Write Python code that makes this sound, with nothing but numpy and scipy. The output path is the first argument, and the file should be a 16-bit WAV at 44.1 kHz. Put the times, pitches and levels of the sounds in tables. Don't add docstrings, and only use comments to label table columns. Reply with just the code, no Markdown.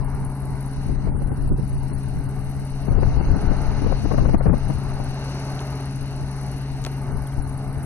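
import sys
import numpy as np
from scipy import signal
from scipy.fft import rfft, irfft
from scipy.io import wavfile
from scipy.ndimage import uniform_filter1d

SR = 44100
rng = np.random.default_rng(int(sys.argv[2]) if len(sys.argv) > 2 else 0)


def master_out(mix):
    frames = np.transpose(np.atleast_2d(mix))
    ceiling = np.clip(frames, -1, 1)
    pcm = np.round(ceiling * 32767).astype(np.int16)
    wavfile.write(sys.argv[1], SR, pcm)


def natural_amplitude(level_db):
    exponent = np.asarray(level_db, float) / 20
    return 10 ** exponent


N = 346185
T = np.arange(N) / SR

# (pitch [Hz], level [dB], unsteadiness [dB])
HUM_TONES = [(60.6, -40.5, 3), (121.5, -43, 1), (136.6, -29.5, -0.02), (196.8, -44.5, 3), (259.4, -45, 0),
             (274.1, -46.5, 3), (316, -56, -4), (379, -56, 3), (387, -63, 14), (415.5, -63, 6),
             (425.3, -58, -15), (450, -72.5, 2), (602.5, -61.5, 8), (1162, -73.5, 7)]
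FIRING_HZ = 61.6
# (time [s], threshing [dB], stalk rustle [dB])
FIELD_LEVELS = [(0, -42, -55), (.3, -42.5, -58.5), (.75, -43.5, -53.5), (1.4, -45.5, -56),
                (2.1, -44.5, -56), (2.7, -44, -53.5), (3.05, -40, -49.5), (3.5, -38.5, -47),
                (4.1, -41, -48.5), (4.8, -41, -50.5), (5.4, -39.5, -44.5), (6, -43, -51), (6.7, -43, -49.5),
                (7.2, -41.5, -55.5), (7.85, -42, -53.5)]
# (frequency [Hz], level [dB per Hz])
ROAR_COLOUR = [(40, -4), (100, -4), (165, -9.5), (225, -9), (270, -13.5), (350, -17.5), (420, -12),
               (495, -26.5), (560, -23), (900, -24.5), (1100, -24.5), (1700, -29.5), (2300, -32),
               (3200, -70.5)]
# (centre [Hz], width [Hz], level [dB])
HOUSING_RINGS = [(622, 100, 3.5), (754, 77, 5), (859, 73, 6.5), (1237, 320, -0.5), (1502, 110, -0.5),
                 (2100, 80, -1.5)]
RING_DB, RING_DB_PER_DB = 1.5, 1.17
GROUND_DB, EARLY_BOUNCE_DB = -11, 1.5
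GROUND_FROM_HZ, GROUND_TO_HZ, GROUND_SETTLE_S = 900, 772.5, 1.5
# (frequency [Hz], level [dB per Hz])
STALK_COLOUR = [(1350, 15.5), (2300, -6.5), (2430, -1.5), (2800, 4.5), (3280, -10), (4130, 3), (5070, -3),
                (6130, -3.5), (6440, -7.5), (6910, -17), (7600, -21), (9880, -41), (16700, -120)]
# (frequency [Hz], left minus right [dB])
PORT_DIFFERENCE = [(60, 6), (200, 0.5), (640, 0.5), (950, -0.5), (1500, -7), (1950, 2.5), (2800, 4.5),
                   (3500, 1.5), (4300, 7), (5300, 6.5), (6000, 27), (12000, 27)]
LEFT_LEAD = 4

# (time [s], level [dB])
BREEZE = [(0, -22), (.4, -33), (.75, -30.5), (1, -21), (1.6, -23.5), (2.1, -26.5), (2.75, -28.5),
          (2.92, -14.5), (3.8, -20), (4.4, -17.5), (4.65, -26), (5.08, -26.5), (5.25, -43), (5.85, -44),
          (6.4, -35.5), (7, -36), (7.85, -29)]
LEE_DB = -12.5
# (time [s], left level [dB], right level [dB])
PUFFS = [(0, -23.5, -34), (.2, -30.5, -27), (.5, -30, -31), (.8, -42, -29), (0.901, -20, -31),
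         (1.1, -22, -27), (1.299, -22, -24.5), (1.501, -19.5, -18), (1.75, -30, -24), (1.9, -24, -40),
         (2.2, -24.5, -28), (2.4, -30, -40), (2.6, -33, -34), (2.999, -17.5, -29), (3.1, -30, -24),
         (3.3, -16.5, -21), (3.5, -17, -37), (3.7, -20.5, -36), (3.9, -16, -30), (4.2, -14, -23),
         (4.299, -16.5, -17), (4.501, -13.5, -20), (4.7, -17.5, -30), (5.001, -24.5, -43), (5.5, -32, -52),
         (6, -28, -50), (6.199, -28.5, -33), (6.8, -27.5, -38), (7.15, -21.5, -33), (7.4, -22.5, -42)]
PUFF_S = 0.046
# (frequency [Hz], level [dB per Hz])
EDDY_COLOUR = [(12, -0.5), (25, 8.5), (50, 0.5), (100, -2.5), (200, -12), (400, -24.5), (800, -48),
               (1600, -58.5), (3000, -120)]
# (time [s], level [dB], treble share [dB])
LEFT_BURSTS = [(0.899, -22, -22), (1.092, -27.5, -16), (1.319, -17, -13.5), (1.918, -21, -14.5),
               (2.884, -15.5, -13.5), (2.983, -16.5, -13.5), (3.033, -15, -5.5), (3.211, -18.5, -8.5),
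               (3.368, -14.5, -20), (3.44, -17, -17), (3.518, -12.5, -13), (3.718, -24, -19),
               (3.823, -18, -12), (3.868, -16.5, -7), (3.927, -18.5, -3), (4.055, -15, -14.5),
               (4.118, -19, -0.5), (4.146, -16, -7.5), (4.186, -18.5, -2), (4.208, -22, -5),
               (4.257, -17, -5.5), (4.293, -14.5, -12.5), (4.346, -7.5, -12), (4.41, -20.5, -1.5),
               (4.466, -7.5, -12.5), (4.498, -18, -7), (4.539, -15, -8), (4.703, -17, -8),
               (5.003, -24.5, -5), (7.7, -28, -27)]
# (time [s], level [dB], treble share [dB])
RIGHT_BURSTS = [(1.077, -21, -12.5), (1.153, -23.5, -19), (1.219, -20, -10), (1.382, -25, -18),
                (1.518, -15.5, -16.5), (1.594, -16.5, -24), (3.065, -29, -2), (3.118, -32, -15),
                (3.264, -28, -12), (3.307, -36, -16), (3.846, -20, -15), (4.302, -24, -9), (4.34, -20, -16),
                (4.482, -18, -12), (4.571, -24, -19)]
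DEEP_SHARE = .17

STRUM_HZ = 19.7
# (time [s], slip [cycles])
STRUM_SLIP = [(0, .15), (.4, .16), (.8, .02), (2, 0), (3, -.19), (4.4, -.15), (6, -.32), (7.2, -.16),
              (7.85, -.18)]
# (centre [Hz], width [Hz], level [dB])
WING_RINGS = [(9030, 1730, -9), (9857, 600, 2), (10870, 650, -1.5), (12700, 470, -11.5)]
# (start [s], end [s])
WING_REST = (0.956, 1.15)
# (frequency [Hz], level [dB per Hz])
CHORUS_COLOUR = [(4120, -49), (7000, -10.5), (9310, 4), (9570, 3.5), (10100, -18.5), (10400, -3.5),
                 (11300, -6), (12700, -11), (16500, -54), (22000, -120)]
CRICKET_DB, SHY_DB_PER_DB = -51, -0.04

# (time [s], level [dB], centre [Hz], width [Hz], time to fade by 60 dB [s])
CLICKS = [
    (5.593, -31, 3120, 1800, 0.004),
    (5.613, -30.5, 450, 500, 0.025),
    (5.606, -41, 6400, 3004, .006),
    (6.841, -31, 4900, 3940, 0.0079),
    (6.85, -23, 2900, 4000, 0.0044),
    (6.864, -26.5, 3000, 5000, 0.015),
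    (6.868, -28.5, 490, 930, 0.033),
]
# (time [s], level [dB], start pitch [Hz], end pitch [Hz], length [s])
PEEPS = [
    (7.262, -56, 3700, 2850, .022),
    (7.318, -57, 3600, 2850, .021),
]

CEILING = 1.05
# (frequency [Hz], level [dB per Hz])
SILENCE_BELOW = [(1500, -110), (2400, -100), (4500, -99), (7500, -99), (10000, -101), (11800, -99),
                 (12400, -95), (13500, -94)]
RIGHT_SILENCE_DB = 4.5
# (time [s], length [s], threshold rise [dB])
DROPOUTS = [(.06, .02, 7.5), (.98, .02, 6), (1.154, .06, 10), (1.256, .02, 9.5), (1.32, .045, 7.5),
            (1.501, .05, 6), (1.57, .07, 5), (1.928, .07, 7.5), (2.879, .03, 7.5), (3.24, .07, 7),
            (3.36, .02, 5.5), (4.39, .045, 14), (4.51, .025, 7), (7.14, .01, 8.5), (7.45, .025, 7),
            (7.7, .02, 8.5)]
TREBLE_DROPOUT = .35


def unit(x):
    return x / np.sqrt(np.mean(x ** 2))


def curve(rows, column):
    rows = np.array(rows, float)
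    return np.interp(T, rows[:, 0], rows[:, column])


def shape(x, points):
    hz, db = np.transpose(points)
    f = np.maximum(np.fft.rfftfreq(N, 1 / SR), 1)
    gain = natural_amplitude(np.interp(np.log(f), np.log(hz), db))
    return irfft(rfft(x) * gain, N)


def band(x, hz, width):
    return signal.lfilter(*signal.iirpeak(min(hz, .45 * SR), hz / width, SR), x)


def walk(rate):
    k = int(SR / rate)
    steps = np.repeat(rng.standard_normal(N // k + 1), k)
    return 1.27 * uniform_filter1d(uniform_filter1d(steps, k), k)[:N]


def living(points, lo_hz, hi_hz, shared_db, own_db, rate, grit=0.):
    grains = natural_amplitude(grit * np.minimum(rng.exponential(size=N), 6))
    spectrum = rfft(shape(rng.standard_normal(N) * grains, points))
    octave = np.log2(np.maximum(np.fft.rfftfreq(N, 1 / SR), 1))
    shared = walk(rate)
    out = 0
    for centre in np.arange(np.log2(lo_hz), np.log2(hi_hz) + .5, .5):
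        part = irfft(spectrum * np.clip(1 - 2 * abs(octave - centre), 0, 1), N)
        out = out + part * natural_amplitude(shared_db * shared + own_db * walk(rate * 1.6))
    return unit(out)


def ports(direct, scattered, share):
    hz, db = np.transpose(PORT_DIFFERENCE)
    right_db = -20 * np.log10((1 + natural_amplitude(db)) / 2)
    left = np.roll(direct, -LEFT_LEAD) + share * scattered
    right = direct - share * scattered
    return np.array([shape(left, np.c_[hz, right_db + db]), shape(right, np.c_[hz, right_db])])


def hum():
    drift = np.cumsum(1 + 0.001495 * walk(1.487)) / SR
    out = 0
    for hz, db, unsteadiness in HUM_TONES:
        sway = np.clip(unsteadiness * walk(6), -4, 3)
        tone = np.sin(2 * np.pi * (hz * drift + rng.random()))
        out = out + np.sqrt(2) * natural_amplitude(db + sway) * tone
    return out


def ground():
    spread = unit(shape(rng.standard_normal(N), [(20, -2.0), (110, -3.5), (250, -13), (800, -67)]))
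    early = np.exp(-T / GROUND_SETTLE_S)
    centre = GROUND_TO_HZ + (GROUND_FROM_HZ - GROUND_TO_HZ) * early
    centre = centre * (1 + .04 * walk(4))
    carrier = np.sqrt(2) * np.cos(2 * np.pi * np.cumsum(centre) / SR)
    return natural_amplitude(GROUND_DB + EARLY_BOUNCE_DB * early) * spread * carrier


def threshing():
    throb = 1 + 0.091 * np.cos(2 * np.pi * FIRING_HZ * T)
    direct, scattered = (living(ROAR_COLOUR, 47.2, 2900, 1., 1.0, 7, grit=1.5) for _ in range(2))
    level_db = curve(FIELD_LEVELS, 1)
    ringing = 0
    for hz, width, db in HOUSING_RINGS:
        ringing = ringing + natural_amplitude(db - 6 + 1.7 * walk(4.37)) * band(direct, hz, width)
    direct = direct + natural_amplitude(RING_DB + RING_DB_PER_DB * (level_db + 43.5)) * ringing
    load = natural_amplitude(level_db + 4.5)
    return ports(hum() + load * throb * (direct + ground()), load * scattered, 0.055)


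def stalks():
    direct, scattered = (living(STALK_COLOUR, 2000, 7300, 0.99, 1., 5, grit=1.4) for _ in range(2))
    return natural_amplitude(curve(FIELD_LEVELS, 2) - 1) * ports(direct, scattered, 0.65)


def gusts():
    power = natural_amplitude(curve(BREEZE, 1) + np.array([[0], [LEE_DB]])) ** 2
    for s, *db in PUFFS:
        bell = np.exp(-((T - s) / PUFF_S) ** 2)
        power = power + natural_amplitude(np.array(db))[:, None] ** 2 * bell
    return 10 * np.log10(power)


def bursts(rows):
    out = np.zeros(N)
    span = np.arange(-700, 700)
    window = np.hanning(len(span)) * np.exp(-.5 * (span / SR / 0.019) ** 2)
    low = shape(rng.standard_normal(N), [(60, -34.0), (130, 13.5), (450, -5.5), (900, -40), (3000, -83)])
    high = shape(rng.standard_normal(N), [(100, -62), (300, -3.0), (550, 0.5), (1200, -12.5),
                                          (2500, -29.5), (5000, -67)])
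    for s, db, treble_db in rows:
        at = int(s * SR) + span
        thump = unit(low[at] * window)
        flutter = unit(high[at] * window ** 0.74)
        crack = unit(high[at + 2000] * window ** 8)
        out[at] += natural_amplitude(db - 5.5) * (thump + natural_amplitude(treble_db) * (flutter + 0.66 * crack))
    return out


def wind():
    gust_db = gusts()
    rumble = np.array([living(EDDY_COLOUR, 16.26, 2900, 4.4, 3.24, 20) for _ in range(2)])
    rumble /= np.sqrt(uniform_filter1d(rumble ** 2, SR // 8, axis=1))
    grille = [(100, -11), (250, 1), (700, -7.5), (1400, -21.5), (3000, -48.5)]
    crackle = np.array([unit(shape(rng.standard_normal(N), grille)) * natural_amplitude(4.9 * walk(45))
                        for _ in range(2)])
    rumble = rumble * natural_amplitude(gust_db + 1)
    rumble[1] += DEEP_SHARE * shape(rumble[0], [(40, -2.1), (120, -7.5), (300, -27)])
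    crackle = crackle * natural_amplitude(1.8 * (gust_db + 18) - 42)
    return rumble + crackle + [bursts(LEFT_BURSTS), bursts(RIGHT_BURSTS)]


def cricket():
    cycles = STRUM_HZ * T + curve(STRUM_SLIP, 1) + 1
    first, second = natural_amplitude(2.0 * rng.standard_normal((200, 2)))[cycles.astype(int)].T
    strokes = 0
    for at, width, gain, force in [(.1, 0.077, 0.97, first), (.43, 0.11, 0.63, second),
                                   (.7, 0.025, 0.11, first)]:
        strokes = strokes + gain * force * np.exp(-.5 * ((cycles % 1 - at) / width) ** 2)
    singing = (T < WING_REST[0]) | (T > WING_REST[1])
    scrape = strokes * singing * rng.standard_normal(N)
    song = 0
    for hz, width, db in WING_RINGS:
        song = song + natural_amplitude(db + 2.4 * walk(9)) * band(band(scrape, hz, width), hz, width)
    chorus = living(CHORUS_COLOUR, 6500, 13000, 0.33, 0.41, 10)
    level = natural_amplitude(CRICKET_DB + SHY_DB_PER_DB * (curve(BREEZE, 1) + 26))
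    return level * (unit(song) + natural_amplitude(-4.5) * chorus) * [[1], [0]]


def switch():
    out = np.zeros(N)
    t = np.arange(2000) / SR
    for s, db, hz, width, t60 in CLICKS:
        rattle = 0.12 * rng.standard_normal(len(t)) * np.exp(-np.log(1000) * t / t60)
        snap = t == 0
        tick = band(band(rattle + snap, hz, width), hz, width)
        start = int(s * SR)
        out[start:start + len(t)] += natural_amplitude(db + 6.5) * tick / abs(tick).max()
    return ports(out, out, 0.042)


def bird():
    out = 0
    for s, db, from_hz, to_hz, length in PEEPS:
        part = np.clip((T - s) / length, 0, 1)
        cycles = np.cumsum(from_hz + (to_hz - from_hz) * part) / SR
        out = out + natural_amplitude(db) * np.sin(np.pi * part) * np.sin(2 * np.pi * cycles)
    return out


def scene():
    return threshing() + stalks() + wind() + cricket() + switch() + bird()


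def silence_faint(x):
    window = np.sin(np.pi * (np.arange(2048) + .5) / 2048)
    f, s, z = signal.stft(x, SR, window=window, nperseg=2048, noverlap=1024)
    power = abs(z) ** 2 / 13 + 1e-20
    edges = np.unique((4 * 1.075 ** np.arange(80)).astype(int).clip(0, len(f) - 1))
    owner = np.clip(np.searchsorted(edges, np.arange(len(f)), "right") - 1, 0, None)
    width = np.diff(np.r_[edges, len(f)])[:, None]
    bands = (np.add.reduceat(power, edges, axis=1) / width)[:, owner]

    loud_db = 10 * np.log10(2 * (abs(z) ** 2).sum(axis=(0, 1)) + 1e-9)
    rise_db = 0.81 * np.clip(loud_db + 23, -4, 30) + 1.7 * rng.standard_normal(len(s))
    dropout_db = sum(db * (abs(s - at) < length / 2 + .011) for at, length, db in DROPOUTS)
    hz, floor_db = np.transpose(SILENCE_BELOW)
    limit_db = np.interp(f, [0, *hz], [-200, *floor_db])[:, None]
    limit_db = limit_db + (1.2 + 0.66 * (f[:, None] > 10600)) * rise_db
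    limit_db = limit_db + np.where(f > 8000, TREBLE_DROPOUT, 1)[:, None] * dropout_db
    limit = natural_amplitude(limit_db + np.array([0, RIGHT_SILENCE_DB])[:, None, None]) ** 2
    ragged = natural_amplitude(3.8 * rng.standard_normal((2, len(edges), len(s))))[:, owner] ** 2
    kept = z * (bands > ragged * limit) * (power > .6 * limit)
    return signal.istft(kept, SR, window=window, nperseg=2048, noverlap=1024)[1][:, :N]


def low_pass(x):
    return signal.sosfilt(signal.butter(12, 13700, fs=SR, output="sos"), x)


def record(dry):
    rounded = dry / (1 + abs(dry / CEILING) ** 4) ** (1 / 4)
    mix = silence_faint(rounded)
    return low_pass(mix)


dry = scene()
out = record(dry)
master_out(out)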